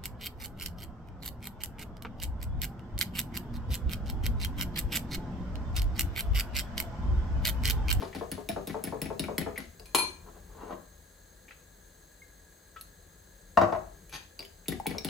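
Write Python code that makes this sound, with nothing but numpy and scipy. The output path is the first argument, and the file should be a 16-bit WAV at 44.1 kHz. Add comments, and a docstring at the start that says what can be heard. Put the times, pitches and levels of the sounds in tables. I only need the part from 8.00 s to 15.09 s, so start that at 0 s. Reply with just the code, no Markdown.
"""A small live kitchen, a stereo microphone close to the counter. A fork beats eggs in a ceramic bowl:
each stroke ticks on the bowl, gulps as it opens a pocket in the egg, and the lifted egg flops back.
Near 2 s the fork drops against the rim, then a glass jug judders off the counter. Milk is poured
almost silently, just a few drips and bubbles. At 5.6 s the jug is set down with a few knocks, the
fork rasps up off the rim, and the beating starts again. Hiss and a low room rumble lie underneath."""
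import sys
import numpy as np
from scipy import signal
from scipy.fft import rfft, irfft, next_fast_len
from scipy.io import wavfile
from scipy.ndimage import uniform_filter1d

SR = 44100
rng = np.random.default_rng(int(sys.argv[2]) if len(sys.argv) > 2 else 0)


def digitize_waveform(pressure):
    """Quantize a signal to 16-bit integers and store it at the path in sys.argv[1].

    Rows of a 2-D input are taken as channels; values are limited to [-1, 1].
    """
    field = np.atleast_2d(pressure).T
    bounded = np.clip(field, -1, 1)
    quanta = np.round(bounded * 32767).astype(np.int16)
    wavfile.write(sys.argv[1], SR, quanta)


N = 312669
T = np.arange(SR // 2) / SR  # seconds within one event
CLOCK = np.arange(N) / SR  # seconds within the scene
USUAL_CLACK_DB = -45  # the bowl on an ordinary beat; harder beats also move more egg

# Beats of the fork. Each row: start in seconds, tine ring in dB, bowl clack in dB, strongest note in Hz,
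# seconds until the fork tears out, seconds until the egg falls back, egg lifted from 0 to 1.
STROKES = [(0.001, -59, -62, 3050, 0.0039, .021, 0.67), (0.149, -55, -54, 2030, .012, .061, 0.84),
           (0.316, -38, -51, 4420, 0.0034, 0.061, 0.49), (0.489, -39, -44.5, 2430, 0.0092, 0.073, 1),
           (0.672, -42.5, -51.5, 3650, 0.024, 0.071, 1), (0.839, -35, -51, 5140, .032, .084, 0.9),
           (1.017, -37, -43.5, 2510, 0.039, .085, 0.86), (1.195, -37.5, -39.5, 3770, 0.043, 0.088, 0.96),
           (1.381, -35.5, -37, 2060, 0.031, .081, 0.92), (1.579, -44, -61.5, 2100, 0.0076, 0, 0),
           (6.683, -35, -39.5, 3540, 0.038, 0, 0), (6.867, -36.5, -41, 2270, .041, .08, 0.45),
           (7.047, -37, -43, 3570, 0.039, 0, 0)]
# Spectrum of steel striking ceramic. Each row: frequency in Hz, gain in dB.
CRACK = [(200, -25), (1200, -11), (2200, -2), (4000, 0), (7000, -6), (8400, -1), (10500, 0), (13000, -7),
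         (15300, -5), (16500, -22)]


def beating(entry_db=-35, tear_db=-36.5, snap_db=-36.5, graze_db=-16, flop_db=-28, full_sweep_s=0.023):
    """Lists each beat's events: it hits the bowl, gulps in, grazes, gulps and snaps out, drops its egg."""
    contacts, pockets, films, falls = [], [], [], []
    for s, tine_db, bowl_db, hz, sweep_s, fall_s, lifted in STROKES:
        effort_db, exit_s = bowl_db - USUAL_CLACK_DB, s + sweep_s
        depth_db = 10 * np.log10(np.clip(sweep_s / full_sweep_s, 1e-3, 1))  # short sweep, small pocket
        film_hz = 1977 * np.exp(0.099 * rng.standard_normal())
        contacts += [(s, tine_db, bowl_db, hz), (exit_s, tine_db + graze_db, bowl_db + graze_db, film_hz)]
        pockets += [(s, entry_db + 0.58 * effort_db), (exit_s, tear_db + depth_db)]
        films.append((exit_s, snap_db + .25 * effort_db + depth_db, film_hz))
        if lifted > 0:
            falls.append((s + fall_s, flop_db + 20 * np.log10(lifted)))
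    return contacts, pockets, films, falls


def ticks(contacts, note_db=0.5, crack_db=-1.5, spray_db=-7):
    """Hand and egg damp the fork, so steel and bowl ring only briefly after the crack; droplets fly."""
    # Modes of the tines and the bowl. Each row: frequency in Hz, relative level in dB, t60 in seconds.
    tine_modes = [(8480, -8, 0.023), (10120, 7.5, 0.014), (10570, 2.5, 0.0059), (11150, 6, 0.014),
                  (12000, -3, 0.0087), (14060, -1, 0.014), (15600, 1, 0.014)]
    bowl_modes = [(2170, -3, .02), (2450, -7, .025), (2950, -8, .015), (3700, 0, .018), (4400, -7, .02),
                  (5200, -1, .018)]
    # Droplets flying off the fork. Each row: frequency in Hz, gain in dB.
    spray_spectrum = [(300, -20), (1200, -9), (2400, -7.5), (4500, -11), (7000, -5), (11000, 3), (16000, 0)]
    out = np.zeros(N)
    for s, tine_db, bowl_db, hz in contacts:
        force_db = (tine_db + bowl_db) / 2
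        add(out, s, sized(ring(tine_modes, detune=.018, spread_db=3), tine_db))
        add(out, s, sized(ring(bowl_modes, detune=.04, spread_db=3), bowl_db))
        add(out, s, sized(ring([(hz, 0, .016)]), bowl_db + note_db))
        crack = colour(puff(decay_s=.0022), CRACK)
        add(out, s, sized(crack, force_db + crack_db))
        drops = specks(decay_s=0.012, per_s=700)
        add(out, s, sized(colour(drops, spray_spectrum), force_db + spray_db))
    return out


def taps():
    """Between beats, a light touch of the fork lets one note ring clear."""
    # Each row: start in seconds, tine ring in dB, bowl clack in dB, strongest note in Hz.
    touches = [(1.797, -58.5, -60.5, 4820), (4.811, -45, -63.5, 4270), (6.095, -57, -69, 2400),
               (6.392, -57.5, -46, 4760), (6.405, -68, -52, 4680), (6.426, -62, -58, 2260),
               (6.450, -59, -59.5, 3040), (6.799, -55, -65, 2080), (6.983, -53, -41.5, 5500)]
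    return ticks(touches, note_db=5.5)


def gulps(pockets, slosh_db=-9):
    """The fork opens a pocket in the egg, and liquid sloshes after it."""
    # Each row: frequency in Hz, gain in dB.
    slosh_spectrum = [(30, -10), (80, -5), (130, -23), (200, -15.5), (450, -2), (700, -0.5), (1200, -23),
                      (3000, -45), (12000, -79)]
    out = np.zeros(N)
    for s, db in pockets:
        add(out, s, sized(bloop(start_hz=797, end_hz=148, opening_s=0.00369, swell_s=0.0069), db))
        slosh = colour(puff(decay_s=0.0063), slosh_spectrum)
        add(out, s + 0.00343, sized(slosh, db + slosh_db))
    return out


def flops(falls, plop_db=-8, slap_db=-10, hollow_db=-10):
    """Egg lands with a quick falling plop and a soft slap; a short hollow ring follows the plop."""
    # Egg sliding off the slowly moved fork. Each row: start in seconds, level in dB.
    dollops = [(1.797, -48.5), (6.393, -42)]
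    # Egg slapping on egg. Each row: frequency in Hz, gain in dB.
    slap_spectrum = [(40, -52), (130, 8.5), (250, 9.5), (420, -5), (900, 0), (1400, -8.5), (2500, -21),
                     (6000, -98), (12000, -91)]
    out = np.zeros(N)
    for s, db in falls + dollops:
        plop = bloop(start_hz=1948, end_hz=318, opening_s=0.002786, swell_s=0.0045)
        slap = colour(puff(decay_s=0.012), slap_spectrum)
        hollow = ring([(413.4, -7, 0.19), (644, -4, 0.1), (308, -12.0, 0.098)], detune=0.066)
        add(out, s, sized(plop, db + plop_db))
        add(out, s, sized(slap, db + slap_db))
        add(out, s + 0.00921, sized(hollow, db + hollow_db))
    return out


def bloop(start_hz, end_hz, opening_s, swell_s):
    """A widening air pocket: its pitch drops within a few cycles."""
    hz = end_hz + (start_hz - end_hz) * np.exp(-T / opening_s)
    hz *= np.exp(0.048 * rng.standard_normal())
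    envelope = (T / swell_s) ** 2 * np.exp(-2 * T / swell_s)
    return envelope * np.sin(2 * np.pi * np.cumsum(hz) / SR)


def squelches(films, bubble_db=-16, splat_db=-16, bubble_count=6):
    """Each snapping film of liquid is a soft splat and a cluster of tiny bubbles."""
    # Lone snaps as the fork dips in or milk drips. Each row: start in seconds, level in dB, pitch in Hz.
    drips = [(0.127, -42, 2100), (1.558, -38.5, 2210), (3.481, -45.5, 2050), (3.508, -41.5, 1880),
             (4.761, -39, 1450), (6.658, -47.5, 2310), (6.858, -37.5, 2180), (7.085, -34, 3520)]
    # Wet noise of a film. Each row: frequency in Hz, gain in dB.
    splat_spectrum = [(300, -21), (900, -2), (2000, -1), (3000, 4.5), (5000, -9), (8000, -33), (16000, -43)]
    out = np.zeros(N)
    for s, db, hz in films + drips:
        splat = puff(decay_s=0.014) * (1 - np.exp(-T / 0.0063))
        add(out, s, sized(colour(splat, splat_spectrum), db + splat_db))
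        for delay_s in rng.exponential(.004, bubble_count):
            bubble = ring([(hz, 0, .013)], detune=.15)
            add(out, s + delay_s, sized(bubble, db + bubble_db))
    return out


def crackle(level_db=-44):
    """Tiny bubbles burst in the wake of each beat."""
    # Each row: frequency in Hz, gain in dB.
    wake_spectrum = [(300, -20), (1400, 1.5), (2500, 0), (4800, -1.5), (7500, -16), (11000, -6),
                     (16000, -34)]
    out = np.zeros(N)
    for s, *_ in STROKES:
        bursts = specks(decay_s=0.043, per_s=900)
        add(out, s, sized(colour(bursts, wake_spectrum), level_db))
    return out


def bubbles():
    """Lone larger bubbles swell softly and ring at one pitch."""
    # Each row: start in seconds, level in dB, pitch in Hz, t60 in seconds.
    lone_bubbles = [(0.149, -43.5, 790, 0.014), (0.494, -31, 667, 0.049), (1.577, -35.5, 2040, 0.01),
                    (4.218, -49, 2134, 0.041), (4.761, -49, 1308, 0.095), (6.8, -35.5, 808, 0.013),
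                    (6.859, -34, 810, 0.014)]
    out = np.zeros(N)
    for s, db, hz, t60 in lone_bubbles:
        swell = 1 - np.exp(-2 * T / t60)
        add(out, s, sized(ring([(hz, 0, t60)]) * swell, db))
    return out


def counter_shake(level_db=-39, follow=0.29):
    """Each beat pushes on the bowl, and the counter shudders under it."""
    # Each row: frequency in Hz, gain in dB.
    shudder_spectrum = [(25, -26), (45, -12.5), (72, 4.5), (95, 3.5), (125, -16), (300, -38), (1000, -77)]
    out = np.zeros(N)
    for s, _, bowl_db, *_ in STROKES:
        shudder = colour(puff(decay_s=0.034) * T, shudder_spectrum)
        add(out, s, sized(shudder, level_db + follow * (bowl_db - USUAL_CLACK_DB)))
    return out


def fork_drop():
    """Let go, the fork clinks on the rim and rings freely; the bowl thuds on the counter."""
    # Clinks of the dropped fork. Each row: start in seconds, ring, crack and thud in dB.
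    clinks = [(1.857, -53.5, -56, -65), (1.9478, -23, -24, -23), (1.9543, -40, -32.5, -37),
              (1.9873, -24, -40, -31.5)]
    # Modes of the loose fork and the thud. Each row: frequency in Hz, relative level in dB, t60 in seconds.
    fork_modes = [(1030, -6, 0.19), (1351, -16, .25), (2304, -17, 0.3), (2422, -2, 0.12), (3160, -15, 0.12),
                  (4160, -6, 0.16), (4207, 4, 0.1), (6245, -10, 0.14), (8610, -1, 0.1), (11190, -1, 0.12),
                  (14070, -3, .05)]
    thud_modes = [(170, -18, 0.13), (264, -2.5, 0.04), (362, -1.5, 0.068), (1012, 14, 0.016),
                  (1040, 3, 0.015)]
    out = np.zeros(N)
    for s, ring_db, crack_db, thud_db in clinks:
        add(out, s, sized(ring(fork_modes), ring_db))
        add(out, s, sized(colour(puff(decay_s=0.0051), CRACK), crack_db))
        add(out, s, sized(ring(thud_modes), thud_db))
    return out


def fork_scrape(rim_share=0.72, gain_db=-4.0):
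    """Picked up, the fork sticks and slips along the rim and sets it ringing."""
    # Course of the slide. Each row: time in seconds, relative level in dB.
    slide = [(6.095, -58), (6.123, -56), (6.127, -39), (6.145, -41), (6.163, -41), (6.175, -63)]
    # Tines on the rim. Each row: frequency in Hz, gain in dB.
    rasp_spectrum = [(200, 4.5), (600, 1), (1200, 1.5), (2400, 5.5), (4600, 1), (6400, -5), (8000, -26),
                     (11200, -1.5), (16000, -26)]
    # The ring under the rasp. Each row: frequency in Hz, relative level in dB, t60 in seconds.
    rim_modes = [(1850, -12.5, 0.099), (2360, -3, 0.088), (3300, -16, 0.074), (4540, 0, 0.049),
                 (6270, -1.5, 0.054), (8490, -12.5, 0.082)]
    slips = friction(grit_db=4, grain_samples=60)
    pressure = amp(np.interp(CLOCK, *np.transpose(slide), left=-np.inf, right=-np.inf))
    rasp = unit_rms(colour(slips, rasp_spectrum))
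    rim = unit_rms(signal.oaconvolve(slips, ring(rim_modes))[:N])
    return amp(gain_db) * (rasp + rim_share * rim) * pressure


def jug_drag(release_s=0.01):
    """The glass foot judders over the counter in a few pushes; each builds up, then lets go quickly."""
    # Each row: peak time in seconds, level in dB, build-up in seconds.
    pushes = [(2.29, -51, 0.035), (2.369, -54, 0.015), (2.639, -48, 0.069), (2.727, -37.5, 0.04)]
    # Glass rubbing on the counter. Each row: frequency in Hz, gain in dB.
    rub_spectrum = [(40, -30), (110, -20), (180, 5.5), (260, 5), (380, 7.5), (600, 4), (1000, 4),
                    (1400, -2), (2000, -16), (4000, -22), (10000, -52)]
    pressure = np.zeros(N)
    for s, db, build_s in pushes:
        pressure += amp(db) * np.exp(-np.maximum((s - CLOCK) / build_s, (CLOCK - s) / release_s))
    slips = friction(grit_db=2.5, grain_samples=200)
    return unit_rms(colour(slips, rub_spectrum)) * pressure


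def jug_knocks():
    """The jug's foot lands and rocks: the glass cracks against the counter, which rings under it."""
    # Each row: start in seconds, level in dB, hardness as dB of crack relative to that level.
    knocks = [(2.727, -41, -26), (5.573, -16.5, -2), (5.6142, -18.5, -6.5), (5.632, -23.5, -7),
              (5.724, -25.5, -8), (5.733, -37, -8), (5.749, -32.5, -5.5)]
    # Each row: frequency in Hz, relative level in dB, t60 in seconds.
    counter_modes = [(74.5, -23, 0.11), (103, -20, 0.12), (173.4, -19.5, 0.1), (229, -14.5, 0.034),
                     (344.5, -15, 0.11), (476, -19, 0.078), (631, -4, 0.053), (720, 2, 0.03),
                     (797, -7, 0.021), (946, -7, 0.02), (1043, 3, 0.01), (1106, -8, 0.039),
                     (1300, -8.5, 0.02), (2055, -18, 0.02)]
    # Contact of the glass. Each row: frequency in Hz, gain in dB.
    glass_spectrum = [(60, -27), (250, -5.5), (450, -6), (1000, 8.5), (1400, -1), (2000, -10),
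                      (3200, -21.5), (5500, -27.5), (8000, -36.5), (16000, -40)]
    flex = 1 - np.exp(-T / 0.0011)  # the heavy counter takes a moment to move
    out = np.zeros(N)
    for s, db, hardness_db in knocks:
        add(out, s, sized(flex * ring(counter_modes, detune=0.03, spread_db=2.9), db))
        add(out, s, sized(colour(puff(decay_s=0.0072), glass_spectrum), db + hardness_db))
    return out


def kitchen(x, wet_db, build_up_s=0.0016):
    """Direct sound, echoes of counter and wall, standing waves, and a diffuse tail for each channel."""
    # Decay of the tail. Each row: frequency in Hz, t60 in seconds.
    decay_times = [(100, 0.26), (400, 0.45), (750, 0.37), (1200, 0.38), (3000, 0.35), (7000, 0.36),
                   (15000, 0.13)]
    # Waves between the walls. Each row: frequency in Hz, relative level in dB, t60 in seconds.
    standing_waves = [(173, -71, .5), (415, -63, .36), (494, -63, .35)]
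    # Nearby surfaces. Each row: left and right delay in seconds, gain in dB.
    echoes = [(.0021, .0027, -11), (.0046, .0039, -9), (.0068, .0076, -11), (.0113, .0102, -12)]
    noise = rng.standard_normal((2, len(T))) * (1 - np.exp(-T / build_up_s))
    hz, t, bands = signal.stft(noise, SR, nperseg=256)
    decay = np.exp(-np.log(1000) * t / at_hz(decay_times, hz)[:, None])
    tail = signal.istft(bands * decay, SR)[1][:, :len(T)]
    tail /= np.linalg.norm(tail, axis=1, keepdims=True)
    response = amp(wet_db) * (tail + ring(standing_waves))
    response[:, 0] += 1  # direct sound
    for left_s, right_s, db in echoes:
        add(response[0], left_s, amp([db]))
        add(response[1], right_s, amp([db]))
    return signal.fftconvolve(x[None], response, axes=1)[:, :N]


def rumble():
    """Low noise of the room, swelling slowly."""
    # Each row: frequency in Hz, gain in dB.
    spectrum = [(18, -53.5), (30, -26), (42, 15), (60, -9.5), (85, 1.5), (130, -16), (175, -3.5),
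                (240, -20), (400, -15), (1000, -37.5)]
    # Each row: time in seconds, level in dB.
    swells = [(0, -52.5), (1.75, -55), (2.55, -52), (2.85, -58.5), (4.35, -60.5), (5.5, -56), (6.0, -52),
              (6.35, -59.5), (7.09, -52)]
    noise = unit_rms(colour(rng.standard_normal(N), spectrum))
    return noise * amp(np.interp(CLOCK, *np.transpose(swells)))


def hiss(broad_db=-64.5):
    """One channel of steady hiss with a few narrow bands in it."""
    # Each row: frequency in Hz, gain in dB.
    spectrum = [(30, -2.5), (250, -1.5), (380, -2.5), (510, 2.5), (750, -6.5), (1150, -9), (1900, -7),
                (2600, -19), (4300, -8.5), (5400, -19), (7800, -7.5), (12000, -34), (13800, -12.5),
                (16500, -32)]
    # Each row: centre in Hz, width in Hz, level in dB.
    bands = [(1662, 58, -71.5), (4100, 170, -79), (6430, 72, -71), (8240, 29, -79), (10900, 800, -74),
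             (14900, 290, -74)]
    broad = amp(broad_db) * unit_rms(colour(rng.standard_normal(N), spectrum))
    size = next_fast_len(N)
    hz = np.fft.rfftfreq(size, 1 / SR)
    power = sum(amp(db) ** 2 * unit_rms(1 / (1 + ((hz - f) / width) ** 2)) ** 2 for f, width, db in bands)
    return broad + irfft(rfft(rng.standard_normal(size)) * np.sqrt(power))[:N]


def ring(modes, detune=0, spread_db=0):
    """Dying modes; detune and spread vary their pitch and share, as each blow lands elsewhere."""
    hz, db, t60 = np.transpose(modes)[:, :, None]
    shift, share = rng.standard_normal((2, len(modes), 1))
    signs = (-1) ** np.arange(len(modes))[:, None]
    decay = np.exp(-np.log(1000) * T / t60)
    tones = np.sin(2 * np.pi * hz * (1 + detune * shift) * T)
    return (signs * amp(db + spread_db * share) * decay * tones).sum(0)


def puff(decay_s):
    """A burst of noise that dies away."""
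    return rng.standard_normal(len(T)) * np.exp(-T / decay_s)


def specks(decay_s, per_s):
    """Sparse random clicks that die away."""
    return puff(decay_s) * (rng.random(len(T)) < per_s / SR)


def friction(grit_db, grain_samples):
    """Noise that sticks and slips."""
    roughness = unit_rms(uniform_filter1d(rng.standard_normal(N), size=grain_samples))
    return unit_rms(amp(grit_db * roughness) * rng.standard_normal(N))


def colour(x, spectrum):
    """Minimum-phase filter with the given spectrum."""
    gain_db = at_hz(spectrum, abs(np.fft.fftfreq(4096, 1 / SR)))
    log_response = signal.hilbert(np.log(amp(gain_db))).conj()
    impulse = np.fft.ifft(np.exp(log_response)).real
    return signal.oaconvolve(x, impulse[:len(impulse) // 2])[:len(x)]


def at_hz(points, hz):
    """Interpolates a table on a log-frequency axis."""
    f, value = np.transpose(points)
    return np.interp(np.log(hz + 1), np.log(f), value)


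def amp(db):
    """Decibels to gain."""
    return 10 ** (np.asarray(db) / 20)


def unit_rms(x):
    """Scales to rms 1."""
    return x / np.sqrt(np.mean(x ** 2))


def sized(x, db):
    """Gives an event the energy of a hundredth of a second at this level."""
    return amp(db) * x / np.sqrt(np.sum(x ** 2) / (SR // 100))


def add(mix, s, sound):
    """Places a sound in the mix at s seconds."""
    part = mix[max(round(s * SR), 0):][:len(sound)]
    part += sound[:len(part)]


def scene():
    """Egg, fork and jug sound into the same kitchen, over hiss and rumble."""
    contacts, pockets, films, falls = beating()
    liquid = kitchen(gulps(pockets), wet_db=-1.0)
    liquid += kitchen(flops(falls), wet_db=0.0)
    liquid += kitchen(squelches(films) + crackle(), wet_db=-5.5)
    liquid += kitchen(bubbles(), wet_db=-8.5)
    fork = kitchen(ticks(contacts) + taps(), wet_db=-6.0)
    fork += kitchen(fork_drop() + fork_scrape(), wet_db=-1.5)
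    jug = kitchen(jug_drag() + jug_knocks(), wet_db=-3.0)
    air = amp(-1.5) * hiss() + amp(1) * np.array([hiss(), hiss()])
    return liquid + fork + jug + counter_shake() + air + rumble()


def record(dry, bass_hz=190, treble_hz=7200, low_cut_hz=33, high_cut_hz=16300):
    """The stereo microphone: channels merge in bass and treble, differ in phase, and lean to the left."""
    # Left over right. Each row: frequency in Hz, level difference in dB.
    balance = [(30, 3), (200, 5.5), (600, 4.5), (2000, 2.8), (4500, 3.3), (7000, 0)]
    # Each row: frequency in Hz, phase lead of the left microphone in radians.
    left_lead = [(340, 0), (600, -1.3), (1000, 0), (1400, .4), (4000, .05), (7500, 0), (9400, -3.1),
                 (11100, -6.3), (13200, -9.4), (15300, -12.5)]
    size = next_fast_len(N + len(T), True)
    hz = np.fft.rfftfreq(size, 1 / SR)
    left, right = rfft(dry, size)
    apart = np.pi / 2 / (1 + (bass_hz / (hz + 1)) ** 2) / (1 + (hz / treble_hz) ** 10)
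    right = np.cos(apart) * left + np.sin(apart) * right
    right /= np.sqrt(1 + .5 * np.sin(2 * apart))  # half of the sound is common to both
    left = left * np.exp(1j * at_hz(left_lead, hz))
    lean = amp(at_hz(balance, hz) / 2)
    pair = irfft(np.array([left * lean, right / lean]), size)[:, :N]
    low_cut = signal.butter(6, low_cut_hz, "highpass", fs=SR, output="sos")
    high_cut = signal.firwin(255, high_cut_hz, window=("kaiser", 9), fs=SR)
    return signal.oaconvolve(signal.sosfilt(low_cut, pair), high_cut[None], "same")


dry = scene()
out = record(dry)
digitize_waveform(out)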